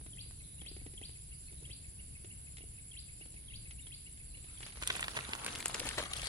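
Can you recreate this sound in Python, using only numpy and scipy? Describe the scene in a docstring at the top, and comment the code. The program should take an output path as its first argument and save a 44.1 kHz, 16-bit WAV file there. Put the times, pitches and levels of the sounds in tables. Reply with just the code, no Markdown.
"""A plastic bag crackles close to the microphones, its film buckling as it is carried from right to left.
Before that an angler's gear ticks and thumps at arm's length. The place is a marsh on a summer day, taken
on a small camera with two microphone ports. One bird whips upward on the left, another repeats a double
chip on the right; katydids buzz and two crickets trill by scraping their wings.
Far off lie a hoarse bird song, a blur of leaves and a low rumble."""
import sys
import numpy as np
from scipy import signal
from scipy.fft import rfft, irfft, next_fast_len
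from scipy.io import wavfile
from scipy.ndimage import uniform_filter1d, map_coordinates

SR = 44100
rng = np.random.default_rng(int(sys.argv[2]) if len(sys.argv) > 2 else 0)


def transcribe(u):
    """Save the signal u as a 16-bit wav file named by the first command-line argument.

    u: samples, shape (n,) or (channels, n), limited to [-1, 1]; the rate is SR.
    q: integer samples, one column per channel.
    """
    v = np.clip(np.atleast_2d(u).T, -1, 1)
    q = np.round(v * 32767).astype(np.int16)
    wavfile.write(sys.argv[1], SR, q)


N = 276948

# Levels are relative, ahead of panning and scatter; spectra give level per Hz.
# The bag's loudest buckles: t/s, length/s, level/dB, body at 600 Hz/dB, edge at 7500 Hz/dB
BUCKLES = [(4.824, 0.0015, -31, 8, 0), (4.833, 0.0041, -35, -7, -6), (4.873, 0.0031, -25.5, -7, 13),
           (4.899, 0.0071, -28, -9.5, -19), (4.951, 0.0032, -35, -5, -14), (4.959, 0.0046, -39, 6, 27),
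           (4.994, 0.0014, -30.5, -1, -30), (5.006, 0.0045, -34.5, -3, 16), (5.027, 0.0021, -27, -19, -31),
           (5.038, 0.0061, -36.5, -11, -11), (5.082, 0.00015, -18, -2, -10.5),
           (5.163, 0.013, -34, 1.5, -7.5), (5.188, 0.0018, -30, -1, -30), (5.291, 0.0015, -36, 14, -2),
           (5.333, 0.0015, -25.5, -6, -10), (5.351, 0.0019, -35.5, 13, 3), (5.446, 0.00067, -28, 0, 11),
           (5.463, 0.0014, -26.5, 2, 2), (5.478, 0.0058, -39.5, 4, -13), (5.552, 0.0013, -37, -12, 0),
           (5.557, 0.0012, -33.5, -20, 1), (5.586, 0.0015, -41, -10, 15), (5.602, 0.0033, -36.5, 0, 8),
           (5.626, 0.0014, -36.5, 9, 0), (5.657, 0.002, -23, 6.5, 8), (5.682, 0.0005, -24, -10, 26),
           (5.696, 0.00067, -34, 25, 14), (5.743, 0.0038, -30.5, -16, 3.5), (5.751, 0.0011, -33.5, 17, -20),
           (5.796, 0.0017, -31.5, -22, 7), (5.8, 0.0011, -28, -22, 0), (5.816, 0.0023, -37, 39, 0),
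           (5.845, 0.031, -41, 21, 13.5), (5.889, 0.0012, -27, -26, 3), (5.91, 0.0027, -38, -16, -20),
           (5.976, 0.012, -32, 11.5, -3.5), (5.989, 0.017, -38.5, 12, -12), (6.037, 0.0012, -33.5, -9, -4),
           (6.133, 0.003, -30.5, -48, -7), (6.166, 0.0032, -38.5, -3, 17), (6.217, 0.0034, -39, -20, 2),
           (6.24, 0.0091, -40.5, 4, 10), (6.271, 0.0006, -27, 0, 1)]
# The bag's path past the camera: t/s, lag of the left port/samples
BAG_PATH = [(4.4, 7), (5.3, 9.5), (5.6, -0.5), (6.28, -10)]
FILM_SPECTRUM = [(88, -40), (150, -13.5), (370, -10), (459, -9.5), (795, -10.5), (1460, -5.5), (2430, -4.5),
                 (3820, -5.5), (5650, -12), (8880, -11), (10400, -14.5), (13100, -29), (15400, -38),
                 (16300, -50)]
PALM_SPECTRUM = [(90, -22), (200, -9.5), (450, -8), (1200, -5.5), (2500, -23)]
SIZZLE_SPECTRUM = [(10500, -60), (11600, -6), (13000, -5), (14500, 7), (15700, -6), (16300, -30)]
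# Strength of the crumpling, the sliding and the coding sizzle: t/s, level/dB
CRUMPLE_LEVEL = [(4.3, -100), (4.56, -63.5), (4.68, -59.5), (4.74, -69), (4.82, -56), (4.95, -46.5),
                 (5.06, -58.5), (5.2, -52), (5.3, -56.5), (5.8, -49.5), (6.02, -49.5), (6.08, -57),
                 (6.28, -47)]
SCRAPE_LEVEL = [(4.5, -75), (4.688, -88), (4.89, -55.5), (4.99, -58), (5.074, -51.5), (5.33, -51.5),
                (5.852, -50.5), (5.972, -55.5), (6.28, -61)]
SIZZLE_LEVEL = [(4.78, -102), (4.972, -68), (5.076, -70), (5.368, -77), (5.544, -79), (5.686, -74),
                (6.004, -75), (6.28, -74)]
# Handling knocks, gear first, then the bag being picked up: t/s, thump/dB, click/dB, tick/dB
KNOCKS = [(.011, -46, -54, -64), (.063, -42.5, -52, -53), (0.261, -50, -66, -70), (0.309, -67, -49, -59),
          (0.617, -43, -56, -50.5), (0.661, -46, -60, -52), (0.714, -42.5, -60, -58),
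          (.765, -40, -55, -51.5), (.814, -44, -71, -61), (.863, -35.5, -55, -51), (0.937, -49, -72, -56),
          (1.014, -38, -60, -55), (1.093, -46, -57, -58), (1.7, -50, -66, -54), (2.245, -43, -56, -51),
          (2.569, -64, -62, -47.5), (2.582, -48, -61, -49), (2.607, -46, -75, -58),
          (2.637, -43.5, -77, -60), (3.211, -43.5, -64, -57), (3.257, -44.5, -61, -55.5),
          (3.341, -47, -71, -56), (3.709, -56, -61, -46), (3.867, -52, -53.5, -53), (4.174, -67, -74, -57),
          (4.372, -49, -82, -56), (4.442, -48, -76, -53.5), (4.566, -63, -65, -60), (4.605, -49, -46, -49),
          (4.628, -43, -58, -42.5), (4.664, -50, -40.5, -45.5), (4.722, -59, -65, -48.5),
          (4.757, -56, -46, -51), (4.771, -55, -41.5, -50)]
# Modes of a handling thump: f/Hz, level/dB, t60/s
THUMP_MODES = [(322, -1.5, 0.024), (420, -5.5, 0.028), (696, -2.5, 0.011)]
# A hand shifting on the grip: t/s, length/s, level/dB
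GRIP_RUBS = [(1.506, 0.024, -60), (1.583, 0.048, -60), (1.664, 0.038, -62.5)]
# Spectra of a rub, a click and a tick: f/Hz, level/dB
GRIP_SPECTRUM = [(150, -9), (300, 0), (470, 3), (650, -13), (1200, -17)]
CLICK_SPECTRUM = [(500, 0.5), (900, 0), (1600, 0.5), (2500, -7)]
TICK_SPECTRUM = [(1200, -23), (2000, -4.5), (4000, -12), (6500, -19.5), (9000, -21), (11500, -36)]
# Calls of the bird on the left: t/s, pitch factor, lead note/dB, sweep/dB
WHIP_CALLS = [(.208, .975, -2, -1), (.687, 1, 0, 0), (1.053, .98, 1.5, -1), (1.731, .985, -3, -2.5),
              (2.991, 1, -1.5, -2), (3.559, 1, -1.5, -2), (3.944, .99, -3, -3), (4.652, .98, -5, -7)]
# Calls of the bird on the right: t/s, level/dB
CHIP_CALLS = [(.072, -18), (.247, -5), (.416, 0), (.6, -4), (.809, -1), (.992, -5), (1.168, -2),
              (1.335, -2), (1.495, 1), (1.661, 0.5), (1.855, 0), (2.008, 0), (2.166, 3), (2.321, 0.5),
              (2.481, 0), (2.626, -0.5), (2.794, 1.5), (2.949, 0.5), (3.098, 1.5), (3.228, 3), (3.377, 2),
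              (3.519, 1.5), (3.669, 2.5), (3.805, 1), (3.945, 1), (4.078, 2), (4.212, 1), (4.358, 2),
              (4.497, 1)]
# Notes of a call: offset/s, length/s, first f/Hz, last f/Hz, peak/dB, peak place 0-1, swell/dB, fade/dB
WHIP_NOTES = [(-.08, 0.0126, 3610, 3030, -51.5, 0.3, 16, 6),
              (-.038, .048, 1970, 4976, -48.5, 0.3, 14, -0.2)]  # lead, sweep
CHIP_NOTES = [(-0.015, 0.009, 2510, 2640, -55, 0.44, 12, 5.8),
              (-.02, 0.0162, 2600, 2930, -52.5, 0.99, 6.7, 5.7),
              (-0.0098, .015, 2050, 2300, -55.5, 0.93, 5.6, 8.8)]  # short upper, long upper, lower
# How well each pitch carries to the tree line: f/Hz, level/dB
TREE_LINE = [(2000, -5.5), (3200, -3), (4400, -2), (4950, -1), (5150, -29)]
# Drift of the near katydid and the near cricket from a steady beat: t/s, lead/cycles
KATYDID_DRIFT = [(0, .07), (.75, 0), (2.5, .03), (3.7, .19), (4.6, .18), (6.28, .22)]
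CRICKET_DRIFT = [(0, .23), (.9, .18), (2.8, .28), (3.5, .25), (4.1, .3), (6.28, .25)]
# Spectrum of katydid wings: f/Hz, level/dB
WING_SPECTRUM = [(4820, -34.5), (8200, -23.5), (8790, -19.5), (9790, -2), (10200, 0.5), (10800, -6),
                 (11700, -76), (15200, -75), (22000, -120)]
# The near cricket falters: from t/s, to t/s, drop/dB
CRICKET_LULLS = [(3.36, 3.6, 16), (4.66, 5.5, 7)]
# Strength of the far crickets: t/s, level/dB
DRONE_LEVEL = [(0, -86), (2, -77), (3, -84), (6.28, -64)]
# Songs of the distant bird, timed at mid-fall: t/s, level/dB
FAR_SONGS = [(.37, -78), (1.46, -80), (3.299, -79), (4.33, -79)]
# Its clearest notes: t/s, f/Hz, level/dB
FAR_NOTES = [(1.33, 4670, -66), (1.46, 4250, -64), (3.235, 4450, -63), (3.815, 3650, -59),
             (4.28, 4380, -65)]
# Spectra of far rumble and air, and of far birds and leaves: f/Hz, level/dB
RUMBLE_SPECTRUM = [(12, -64), (20, 5.5), (40, 1.5), (63, 5.5), (85, -2.5), (133, -2), (221, -17.5),
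                   (290, -18.5), (401, -25), (1080, -38), (1500, -52), (1950, -78), (3300, -120)]
MEADOW_SPECTRUM = [(500, -120), (900, -15), (1500, -1.5), (2300, 2), (4700, 4), (5400, 0), (8500, -4),
                   (11300, 7.5), (11800, -120)]
# Strength of the rumble: t/s, level/dB
RUMBLE_LEVEL = [(0.0, -49.5), (1.54, -52), (3.1, -50.5), (6.28, -49.5)]
# Diffuse sound at the two ports: f/Hz, left-right correlation
PORT_LIKENESS = [(60, 0.9), (150, 1), (380, 0.56), (950, -0.13), (2380, 0.042), (5980, -0.15),
                 (15000, 0.26)]

QUIET_TOP_HZ, CAMERA_TOP_HZ = 11600, 16300
PUFF_LEAD = 256  # samples of padding ahead of a burst


def bag():
    """Close up, right to left: film snaps, crackles and hisses under a sliding hand."""
    lag = curve(BAG_PATH)
    snaps, grains = film_snaps(lag), film_grains(lag)
    palm = amp(3 * wobble(25)) * rush(PALM_SPECTRUM, patchy_db=2.5)
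    scrape = amp(curve([(4.3, -100), *SCRAPE_LEVEL])) * palm
    hiss = rush(FILM_SPECTRUM, patchy_db=-4.5)
    crackle = amp(curve(CRUMPLE_LEVEL)) * (amp(4.5) * grains + amp(-2) * hiss)
    rustle = filtered(crackle + scrape, lambda hz: amp(-30 * (hz > 11500)))
    near = snaps + rustle + coding_sizzle() * amp((-2 - .15 * lag) * [[1], [-1]])  # treble is shaded most
    scatter = amp(-11) * echoes(near[:1], t60=.025, gap=.0015, size=SR // 20)
    pan_db = .8 - .26 * lag  # the camera body shades the far port
    return (near + scatter) * amp(pan_db * [[.5], [-.5]])


def film_snaps(lag):
    """Facets of the film buckle loudly, each favouring its own resonances."""
    snaps, facet_hz = np.zeros((2, N)), np.geomspace(200, 15500, 24)
    for s, length, db, body_db, edge_db in BUCKLES:
        tilt = [(220, body_db - 6.5), (600, body_db), (2700, 0),
                (5000, .6 * min(edge_db, 0)), (7500, edge_db)]
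        gains_db = along(FILM_SPECTRUM, facet_hz) + along(tilt, facet_hz)
        gains_db += rng.normal(0, 4, len(facet_hz))
        snap = burst(list(zip(facet_hz, gains_db)), hold=length, t60=.003 + 1.25 * length, db=db)
        add(snaps, s - PUFF_LEAD / SR, snap, lag[int(s * SR)])
    return snaps


def film_grains(lag):
    """Small facets buckle in dense clumps from 4.3 s on."""
    clicks_per_s = 1700 * np.exp(.6 * wobble(60))
    at = np.flatnonzero((rng.random(N) < clicks_per_s / SR)[:-64] & (np.arange(N - 64) > 4.3 * SR))
    size, spread = rng.standard_normal((2, N))[:, at]
    size = np.sign(spread) * amp(3.6 * np.minimum(size, 2.4))
    late = np.rint(lag[at] + 4 * spread).astype(int)  # facets lie at different places on the bag
    clicks = np.array([np.bincount(at + late, size, N), np.bincount(at, size, N)])
    grains = coloured(patchy(clicks, depth_db=6, size=256, wide=5, long=1), FILM_SPECTRUM)
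    return grains / np.sqrt(np.mean(grains[:, int(4.4 * SR):] ** 2))


def coding_sizzle():
    """Patchy top-treble sizzle that the camera's audio coding gives the crackling bag."""
    level_db = curve([(4.6, -110), *SIZZLE_LEVEL]) + 4.2 * wobble(30)
    return amp(level_db) * rush(SIZZLE_SPECTRUM, patchy_db=10)


def handling():
    """At arm's length: thumps, clicks, ticks and soft rubs; gear first, then the bag being picked up."""
    out, t = np.zeros((2, N)), np.arange(SR // 20) / SR
    for s, thump_db, click_db, tick_db in KNOCKS:
        ring = sum(amp(db + rng.normal(0, 2) - 60 * t / t60)
                   * np.sin(2 * np.pi * hz * rng.normal(1, .08) * t) for hz, db, t60 in THUMP_MODES)
        add(out, s, amp(thump_db) * ring * (1 - np.exp(-t / .0015)), lag=15.7)
        start = s - PUFF_LEAD / SR
        add(out, start, burst(CLICK_SPECTRUM, hold=.00031, t60=.016, db=click_db), lag=3.7)
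        add(out, start, burst(TICK_SPECTRUM, hold=.00021, t60=.035, db=tick_db), lag=13.1)
    for s, length, db in GRIP_RUBS:
        add(out, s, burst(GRIP_SPECTRUM, hold=length, t60=.04, db=db), lag=12)
    return out + amp(-9) * echoes(out[:1], t60=.1, gap=.003, size=SR // 10)


def whip_bird():
    """Off to the left: a short lead note and a fast upward whistle, thrown back by the tree line."""
    whips = np.zeros((2, N))
    for s, pitch, *note_dbs in WHIP_CALLS:
        for db, (start, length, first_hz, last_hz, *shape) in zip(note_dbs, WHIP_NOTES):
            note = whistle(length, pitch * first_hz, pitch * last_hz, *shape)
            add(whips, s + start, amp(db) * note, lag=-4.5)
    whips *= amp([[0], [-3]])
    at_trees = coloured(whips[:1], TREE_LINE)
    for share, ripple_hz in ((.6, 645), (.5, 1570)):  # bounces off water and bank ripple the sweep
        whips = whips + share * np.roll(whips, round(SR / ripple_hz), axis=1)
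    return whips + amp(-.5) * echoes(at_trees, t60=.55, gap=.0052)


def chip_bird():
    """Off to the right: a double chip whose upper note is short and long in turn."""
    chips = np.zeros((2, N))
    for k, (s, db) in enumerate(CHIP_CALLS):
        for start, *note in (CHIP_NOTES[k % 2], CHIP_NOTES[2]):
            add(chips, s + start, amp(db) * whistle(*note), lag=11)
    return chips + amp(-7.5) * echoes(chips[:1], t60=1, gap=.0052)


def katydids():
    """Each wing stroke of the near one swells and breaks off; the far chorus blurs into hiss."""
    stroke_hz = 102.2
    stroke = (stroke_hz * np.arange(N) / SR + curve(KATYDID_DRIFT)) % 1
    swell = unit(uniform_filter1d(.1 + stroke ** 3, size=24))
    wings = unit(coloured(rng.standard_normal(N), WING_SPECTRUM))
    near = ports(amp(-62 + .15 * wobble(6.2)) * swell * wings, lag=-4.5, pan_db=-12)
    chorus = rush(WING_SPECTRUM, patchy_db=.6)
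    return near + amp(-55) * chorus * amp([[-.8], [.8]])


def cricket(phase, duty, hz, rise_hz, db):
    """Tone pulses that rise in pitch as the wing's file speeds up; the tooth strikes are a bit uneven."""
    progress = (phase % 1) / duty
    gate = uniform_filter1d((progress < 1) * 1., size=220)
    tone = sine(hz + rise_hz * np.minimum(progress, 1) + 75 * wobble(300))
    return amp(db + 2.2 * wobble(180) + .6 * wobble(6)) * gate * tone


def crickets():
    """A near one trills on the left, a lower one chirps in pulse pairs, far ones merge into a thin band."""
    t, pulse_hz = np.arange(N) / SR, 16.2
    phase = pulse_hz * t + curve(CRICKET_DRIFT) - .753
    lull_db = sum(drop_db * (t > start) * (t < end) for start, end, drop_db in CRICKET_LULLS)
    trill = cricket(phase, duty=.54, hz=7520, rise_hz=150, db=-64.5 + .62 * t - lull_db)
    since_chirp = (t - .1) % .2143
    pairs = (since_chirp < .095) * cricket(since_chirp / .052, duty=.7, hz=7060, rise_hz=110, db=-65)
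    direct = ports(trill, lag=3.8, pan_db=13.5) + ports(pairs, lag=3.73, pan_db=5.5)
    band = lambda hz: np.exp(-((hz - 4640) / 160) ** 2)
    drone = amp(curve(DRONE_LEVEL) + 1.5 * wobble(12)) * unit(filtered(rng.standard_normal((2, N)), band))
    return drone + direct + amp(-5) * echoes(direct.mean(0, keepdims=True), t60=.2, gap=.005)


def far_bird():
    """Far off: a hoarse, broken trill slides down and arrives mostly as scatter; a few notes carry."""
    song, waver_hz = np.zeros(N), 120 * wobble(60) + 200 * wobble(400)
    broken = amp(3.5 * wobble(21))
    around = np.arange(-SR // 2, SR // 2)
    t = around / SR
    glide_hz = np.interp(t, [-.1, .1], [4780, 3800])
    fade = np.clip(np.minimum(t + .195, .26 - t) / .054, 0, 1)
    gate = fade * np.sin(np.pi * 21 * t) ** 4  # 21 notes a second
    for s, db in FAR_SONGS:
        at = np.clip(round(s * SR) + around, 0, N - 1)
        song[at] += amp(db) * broken[at] * gate * sine(glide_hz + waver_hz[at])
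    notes = np.zeros((2, N))
    for s, hz, db in FAR_NOTES:
        add(notes, s, whistle(.029, 1.01 * hz, .99 * hz, db, place=.4, swell_db=9, fade_db=9))
    clear = notes + amp(-3) * echoes(notes[:1], t60=.15, gap=.004, size=SR // 5)
    return clear + ports(song, lag=3.2, pan_db=-22) + amp(14) * echoes(song[None], t60=.34, gap=.0033)


def marsh():
    """All around: far rumble below, a blur of distant birds and leaves above."""
    rumble = amp(curve(RUMBLE_LEVEL) + 1.2 * wobble(3)) * rush(RUMBLE_SPECTRUM, patchy_db=.5)
    meadow = amp(-65.5) * rush(MEADOW_SPECTRUM, patchy_db=1.6)
    return rumble * amp([[.6], [-.6]]) + meadow * amp([[.4], [-.4]])


def echoes(x, t60, gap, size=SR // 2):
    """Scatter from reeds and trees, different at each port, new every quarter second as the reeds sway."""
    step = SR // 4
    t, out = np.arange(size) / SR, np.zeros((2, N + 4 * step))
    for at in range(0, N, step):
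        tail = rng.standard_normal((2, size)) * amp(-60 * t / t60) * (t > gap)
        scatter = signal.fftconvolve(x[:, at:at + step], tail / np.linalg.norm(tail[0]), axes=1)
        out[:, at:at + scatter.shape[1]] += scatter
    return out[:, :N]


def burst(spectrum, hold, t60, db):
    """A coloured puff of noise that swells fast, holds in uneven spurts, then dies in t60 seconds."""
    t = np.arange(SR // 10) / SR
    spurts = amp(3 * np.repeat(rng.standard_normal(len(t) // 30), 30))
    attack = np.minimum(t / (.0004 + .35 * hold), 1)
    shape = attack * amp(-60 * np.maximum(t - hold, 0) / max(t60, .002))
    puff = np.pad(rng.standard_normal(len(t)) * spurts * shape, (PUFF_LEAD, 0))
    chance_colour = np.sqrt(np.abs(uniform_filter1d(np.abs(rfft(puff)) ** 2, size=50)) + 1e-9)
    x = coloured(irfft(rfft(puff) / chance_colour, len(puff)), spectrum)
    return amp(db) * x * np.linalg.norm(shape) / np.linalg.norm(x)


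def whistle(length, first_hz, last_hz, peak_db, place, swell_db, fade_db, bend=.7, edge_s=.0009):
    """A pure tone gliding along an S-curve; it swells to its peak and fades."""
    u = np.arange(round(length * SR)) / (length * SR)
    glide = u + bend * (u * u * (3 - 2 * u) - u)
    edges = np.minimum(np.minimum(u, 1 - u) * length / edge_s, 1)
    level_db = peak_db - np.interp(u, [0, place, 1], [swell_db, 0, fade_db])
    return amp(level_db) * edges * sine(first_hz + (last_hz - first_hz) * glide)


def rush(spectrum, patchy_db):
    """Diffuse stereo noise of rms 1."""
    pair = patchy(rng.standard_normal((2, N)), patchy_db, size=512, wide=6, long=14)
    turn = lambda hz: np.arccos(np.clip(along(PORT_LIKENESS, hz), -1, 1)) / 2
    mid, side = filtered(pair, lambda hz: amp(along(spectrum, hz)) * [np.cos(turn(hz)), np.sin(turn(hz))])
    return unit(np.array([mid + side, mid - side]))


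def patchy(x, depth_db, size, wide, long):
    """x under a random gain field, smooth over wide bins and long frames."""
    frames = signal.stft(x, nperseg=size)[2]
    field = uniform_filter1d(uniform_filter1d(rng.standard_normal(frames.shape[-2:]), wide, 0), long, 1)
    return signal.istft(frames * amp(depth_db * unit(field)), nperseg=size)[1][..., :N]


def ports(x, lag, pan_db):
    """One source at both ports: the left lags by lag samples and is pan_db louder."""
    half = np.array([[.5], [-.5]])
    return filtered(x * amp(half * pan_db), lambda hz: np.exp(-2j * np.pi * hz * half * lag / SR))


def add(track, s, sound, lag=0):
    """Mix a mono sound into both ports at second s, the left lag samples late."""
    for port, late in zip(track, (lag, 0)):
        at = max(round(s * SR + late), 0)
        port[at:at + len(sound)] += sound[:len(port) - at]


def filtered(x, response):
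    """x times a response of frequency."""
    n = x.shape[-1]
    padded = next_fast_len(n + 8192)
    return irfft(rfft(x, padded) * response(np.fft.rfftfreq(padded, 1 / SR)), padded)[..., :n]


def coloured(x, spectrum):
    """x shaped by (f/Hz, level/dB) points."""
    return filtered(x, lambda hz: amp(along(spectrum, hz)))


def along(points, hz):
    """(f/Hz, value) points on a log axis."""
    f, values = np.transpose(points)
    return np.interp(np.log(hz + 1), np.log(f + 1), values)


def curve(rows):
    """(t/s, value) rows at every sample."""
    return np.interp(np.arange(N) / SR, *np.transpose(rows))


def wobble(rate):
    """A smooth random curve, rate knots a second."""
    return map_coordinates(rng.standard_normal(int(N * rate / SR) + 4), [np.arange(N) * rate / SR])


def sine(hz):
    return np.sin(2 * np.pi * np.cumsum(hz) / SR)


def amp(db):
    return 10 ** (np.asarray(db) / 20)


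def unit(x):
    return x / np.sqrt(np.mean(x ** 2) + 1e-20)


def scene():
    """The camera's audio coding dulls quiet sounds above 11.6 kHz; only the loud bag keeps its top treble."""
    quiet = marsh() + katydids() + crickets() + whip_bird() + chip_bird() + far_bird() + handling()
    return filtered(quiet, lambda hz: hz < QUIET_TOP_HZ) + bag()


def record(dry):
    """The left port is a little more sensitive; the camera cuts the deepest bass and the highest treble."""
    bass_cut = lambda hz: hz ** 2 / (hz ** 2 + 24 ** 2)
    return filtered(dry * amp([[.4], [-.4]]), lambda hz: bass_cut(hz) * (hz < CAMERA_TOP_HZ))


dry = scene()
out = record(dry)
transcribe(out)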